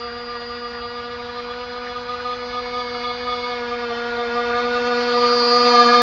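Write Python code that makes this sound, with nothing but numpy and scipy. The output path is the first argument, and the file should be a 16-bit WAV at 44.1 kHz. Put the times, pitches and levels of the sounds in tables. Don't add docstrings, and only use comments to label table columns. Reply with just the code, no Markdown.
import sys
import numpy as np
from scipy import signal
from scipy.io import wavfile
from scipy.ndimage import uniform_filter1d

SR = 44100
rng = np.random.default_rng(int(sys.argv[2]) if len(sys.argv) > 2 else 0)


def inscribe(sig):
    pcm = np.round(np.clip(np.atleast_2d(sig).T, -1, 1) * 32767)
    wavfile.write(sys.argv[1], SR, pcm.astype(np.int16))


N = 265460

# time in seconds, firing rate in Hz.
FIRING_RATE = [(0.0, 238.4), (0.3, 240.3), (0.45, 238.7), (0.7, 240.0), (1.3, 242.6), (1.5, 241.4),
               (1.62, 244.3), (1.85, 244.6), (2.05, 243.2), (2.25, 245.8), (2.8, 245.2), (3.0, 242.5),
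               (3.2, 244.1), (3.5, 243.6), (3.65, 239.9), (3.77, 241.3), (3.93, 235.4), (4.1, 237.9),
               (4.4, 239.3), (4.9, 243.2), (5.25, 241.4), (5.72, 241.6), (5.82, 240.3), (6.02, 241.2)]
# time in seconds, distance in metres.
DISTANCE = [(0, 34.6), (1, 31), (2, 27.5), (2.6, 22.1), (3.3, 19.7), (4, 13.7), (4.5, 10.9), (5, 6.8),
            (5.7, 4.66), (6.02, 5.54)]
# time in seconds, heading as a place among the six views
HEADING_TRACK = [(0, -0.5), (.8, 0.2), (1.4, 0.9), (2.1, 0.9), (2.8, 2), (3.45, 2), (3.85, 3), (4.7, 3),
                 (5.4, 3.95), (5.66, 4.5), (5.87, 5), (6.02, 6)]
# multiple of the firing rate, relative level in dB.
FAR_SIDE_HARMONICS = [(1, -5.5), (2, 2.5), (3, -6.5), (4, -11), (5, 0.5), (6, -6), (7, -9.5), (8, -8),
                      (9, -17.5), (10, -20), (11, -17), (12, -12), (13, -34), (14, -17), (15, -18),
                      (16, -23), (17, -35), (18, -11.5), (19, -26), (20, -2), (21, -23), (22, -24),
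                      (23, -27), (24, -45), (25, -34), (26, -47), (27, -49), (28, -37)]
FAR_QUARTER_HARMONICS = [(1, -9.5), (2, 1), (3, -7.5), (4, -10), (5, 0), (6, -10), (7, -14), (8, -18),
                         (9, -13.5), (10, -15), (11, -22), (12, -19), (13, -22.5), (14, -12), (15, -23.5),
                         (16, -16), (17, -11), (18, -19.5), (19, -21), (20, -13.5), (21, -26.5),
                         (22, -33.5), (23, -27), (24, -37.5), (25, -31.5), (26, -40), (27, -43.5),
                         (28, -45)]
BOW_QUARTER_HARMONICS = [(1, -9.5), (2, 0), (3, -6.5), (4, -9.5), (5, 0.5), (6, -18), (7, -13), (8, -28.5),
                         (9, -8), (10, -19.5), (11, -31), (12, -17.5), (13, -24.5), (14, -12), (15, -16),
                         (16, -24.5), (17, -13.5), (18, -21), (19, -10.5), (20, -14), (21, -27.5),
                         (22, -25), (23, -31), (24, -35), (25, -34.5), (26, -36.5), (27, -43), (28, -58)]
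BOW_HARMONICS = [(1, -4.5), (2, 4.5), (3, -3), (4, -8), (5, -4.0), (6, -3), (7, -10.5), (8, -11.5),
                 (9, -12), (10, -15.5), (11, -15.5), (12, -32), (13, -17), (14, -23.5), (15, -13),
                 (16, -35), (17, -30), (18, -14), (19, -23.5), (20, -19), (21, -29.5), (22, -23),
                 (23, -35.5), (24, -32), (25, -44), (26, -46.5), (27, -46), (28, -44.5)]
NEAR_SIDE_HARMONICS = [(1, -8.5), (2, 1.5), (3, -11), (4, -10.5), (5, 1), (6, -13), (7, -17.5), (8, -19),
                       (9, -21.5), (10, -20.5), (11, -21), (12, -32), (13, -25.5), (14, -37.5), (15, -26),
                       (16, -26), (17, -20.5), (18, -6.5), (19, -7), (20, -3.5), (21, -23), (22, -20),
                       (23, -23.5), (24, -29), (25, -30), (26, -46.5), (27, -40.5), (28, -40)]
STERN_QUARTER_HARMONICS = [(1, -11), (2, -5.5), (3, -9.5), (4, -17), (5, 1), (6, -19.5), (7, -12),
                           (8, -25.5), (9, -20.5), (10, -21.5), (11, -27), (12, -40), (13, -22.5),
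                           (14, -31.5), (15, -17.5), (16, -28), (17, -21), (18, -13), (19, -17), (20, -17),
                           (21, -24), (22, -28), (23, -31.5), (24, -37), (25, -33.5), (26, -47.5),
                           (27, -45), (28, -38.5)]
# start in seconds, length in seconds, level in dB.
DRUM_BURSTS = [(0.008, 0.09, -34.5), (0.162, 0.058, -33.5), (0.284, 0.087, -33), (0.411, 0.025, -38),
               (0.5, 0.022, -32), (0.618, 0.058, -31), (0.812, 0.06, -31), (0.96, 0.05, -29.5),
               (1.047, 0.036, -35), (1.105, 0.045, -35), (1.194, 0.021, -32.5), (1.29, 0.016, -31),
               (1.363, 0.041, -31.5), (1.49, 0.035, -31), (1.592, 0.036, -36), (1.76, 0.025, -31.5),
               (1.892, 0.038, -33.5), (1.956, 0.027, -27.5), (2.088, 0.064, -27.5), (2.251, 0.091, -26.5),
               (2.532, 0.071, -26), (2.669, 0.014, -32), (2.731, 0.096, -27.5), (2.944, 0.024, -27),
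               (3.038, 0.079, -26.4), (3.271, 0.076, -24), (3.436, 0.016, -29), (3.491, 0.057, -27.5),
               (3.71, 0.04, -26), (3.829, 0.023, -29), (3.89, 0.04, -30), (3.974, 0.02, -32),
               (4.18, 0.061, -30.5), (4.353, 0.055, -24), (4.434, 0.017, -28.5), (4.502, 0.0074, -20.5),
               (4.538, 0.07, -24.5), (4.645, 0.042, -26.5), (4.753, 0.034, -24.5), (4.864, 0.018, -24.5),
               (4.909, 0.027, -23), (5.14, 0.06, -22), (5.21, 0.065, -17), (5.3, 0.05, -20),
               (5.372, 0.03, -18.5), (5.512, 0.07, -15.5), (5.602, 0.021, -16), (5.645, 0.05, -17.5),
               (5.739, 0.098, -11.5), (5.933, 0.11, -12)]
# frequency in Hz, far and near relative density in dB per Hz.
SPRAY_SPECTRUM = [(200, -21.5, -17), (320, -7, -18.5), (577, -2.5, -5), (950, 3, -4.5), (1600, 0.5, -6),
                  (1980, -4.5, -8), (2400, 0.5, -8.5), (2820, -9.5, -10.5), (3370, -2.5, -4.5),
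                  (4600, -5.5, -6), (5040, -12.5, -11), (6170, -25, -21.5), (7240, -37, -29)]
# time in seconds, peak rise over the spray in dB, centre in Hz.
BOW_SPLASHES = [(1.36, 9, 1600), (1.68, 6, 1500), (2.21, 20, 1500), (2.56, 6, 1100), (2.9, 6, 1700),
                (5.31, 11, 1300), (5.67, 15.5, 2400), (5.75, 8.5, 900), (5.94, 21, 1100)]
# frequency in Hz, relative density in dB per Hz.
TOWN_SPECTRUM = [(12, -35), (20, -5), (22, -10.5), (63, 0), (144, -11), (178, -18.5), (215, -0.5),
                 (280, -36.5), (470, -120)]

ENGINE_DB, SPRAY_DB = -4.5, -4.5
FAR_M, NEAR_M = 28, 5
HUNT_HZ, TURN_HZ = 0.55, 0.45
LIFT_HZ = 0.5
REST_DB = -5
SLAM_S, SLAM_DB = 0.021, -1.5
TOWN_DB = -48.5
TOP_HZ = 7360


def engine(phase, level_db, drum, lifted):
    heading = curve(HEADING_TRACK)[0]
    views = np.array([FAR_SIDE_HARMONICS, FAR_QUARTER_HARMONICS, BOW_QUARTER_HARMONICS,
                      BOW_HARMONICS, NEAR_SIDE_HARMONICS, STERN_QUARTER_HARMONICS])[:, :, 1]
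    views = views - views[:, 1:2]
    lift_db = {2: 0.8, 3: 4.5, 6: -5.5, 9: 2.5, 14: 6.0, 15: 4.0, 17: 1.5}
    low_roughness = {1: 0.11, 2: 0.08, 3: 0.24, 4: 0.75, 6: 0.2}
    out = 0
    for k in range(1, views.shape[1] + 1):
        view_db = np.interp(heading, np.arange(len(views)), views[:, k - 1])
        db = level_db + view_db + lift_db.get(k, 0) * (lifted - 0.4)
        if k == 1:
            db = db + SLAM_DB * (np.roll(lifted, int(SLAM_S * SR)) - 0.4)
        rough = low_roughness.get(k, 0.45 if k < 17 else 0.14 if k < 21 else 0.35)
        if k == 5:
            bursts = drum * waver(0.03, 0.19, 0.1)
            rest = (1 - lifted) * undb(db + REST_DB) * waver(0.11, 0.5, 0.56)
            gain = bursts + rest
        else:
            gain = undb(db) * waver(0.41 * rough, 1.26 * rough, 1.05 * rough * min(k / 6, 1))
        start = np.exp(1j * 1.22 * rng.standard_normal())
        out = out + np.sqrt(2) * np.real(gain * start * np.exp(1j * k * phase))
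    return out


def drumming():
    gain = np.zeros(N)
    for start, length, db in DRUM_BURSTS:
        gain[max(int(start * SR), 0):int((start + length) * SR)] = undb(db)
    edge = int(0.014 * SR)
    gate = 1.0 * (gain > 0)
    return uniform_filter1d(gain, size=edge), uniform_filter1d(gate, size=edge)


def spray(phase, lifted, level_db, near):
    t = np.arange(N) / SR
    puff = 1 + 0.45 * np.cos(phase)
    slap = np.clip(walk(30) - 0.8, 0, 1.2)
    out = 0
    for hz in 220 * 2 ** np.arange(0, 5.1, 1 / 5):
        far_db, near_db = colour(SPRAY_SPECTRUM, hz)
        wet = np.exp(-(np.log2(hz / 1500) / 0.61) ** 2)
        freed = np.exp(-(np.log2(hz / 3600) / 0.64) ** 2)
        db = far_db + near * (near_db - far_db)
        db = db + 2.4 * wet * slap + (2.87 + 1.9 * wet) * walk(28)
        db = db + 1.7 * freed * lifted * (1 - near)
        for time, splash_db, splash_hz in BOW_SPLASHES:
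            in_band = np.exp(-(np.log2(hz / splash_hz) / 0.23) ** 2)
            arch = np.clip(1 - ((t - time) / 0.03) ** 2, 0, 1)
            db = db + splash_db * in_band * arch
        out = out + undb(db) * band(hz * 2 ** (-1 / 10), hz * 2 ** (1 / 10))
    return undb(level_db) * puff * out


def town():
    swell_db = 1.2
    out = 0
    for hz in 24 * 2 ** np.arange(0, 3.6, 0.5):
        db = colour(TOWN_SPECTRUM, hz)[0] + swell_db * walk(3.0)
        out = out + undb(db) * band(hz / 2 ** 0.19, hz * 2 ** 0.25)
    return out * undb(TOWN_DB) / out.std()


def waver(slow, quick, skirt):
    def pair(rate):
        return walk(rate) + 1j * walk(rate)

    total = 1 + slow * pair(9) + quick * pair(55) + skirt * pair(170)
    return total / np.sqrt(1 + 2 * (slow ** 2 + quick ** 2 + skirt ** 2))


def walk(rate):
    hold = int(SR / rate)
    steps = np.repeat(rng.standard_normal(N // hold + 1), hold)
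    smooth = uniform_filter1d(uniform_filter1d(steps, hold), hold)[:N]
    return smooth / smooth.std()


def band(lo_hz, hi_hz):
    sos = signal.butter(2, [lo_hz, hi_hz], "bandpass", fs=SR, output="sos")
    return signal.sosfilt(sos, rng.standard_normal(N))


def colour(table, hz):
    f, *columns = np.transpose(table)
    return [np.interp(np.log(hz), np.log(f), db) for db in columns]


def curve(table):
    times, *columns = np.transpose(table)
    return [np.interp(np.arange(N) / SR, times, column) for column in columns]


def undb(db):
    return 10 ** (np.asarray(db) / 20)


def scene():
    metres = curve(DISTANCE)[0]
    spread_db = -20 * np.log10(metres)
    near = np.clip(np.log(FAR_M / metres) / np.log(FAR_M / NEAR_M), 0, 1)
    drum, lifted = drumming()
    hz = curve(FIRING_RATE)[0] + HUNT_HZ * walk(12) + LIFT_HZ * (lifted - lifted.mean())
    phase = 2 * np.pi * np.cumsum(hz + TURN_HZ * walk(30)) / SR
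    boat = engine(phase, ENGINE_DB + spread_db, drum, lifted)
    water = spray(phase, lifted, SPRAY_DB + spread_db, near)
    return (boat + water + town())[None]


def record(dry):
    rounded = np.tanh(0.7 * dry) / 0.7
    sos = signal.ellip(12, 0.2, 80, TOP_HZ, fs=SR, output="sos")
    return signal.sosfilt(sos, rounded)


dry = scene()
out = record(dry)
inscribe(out)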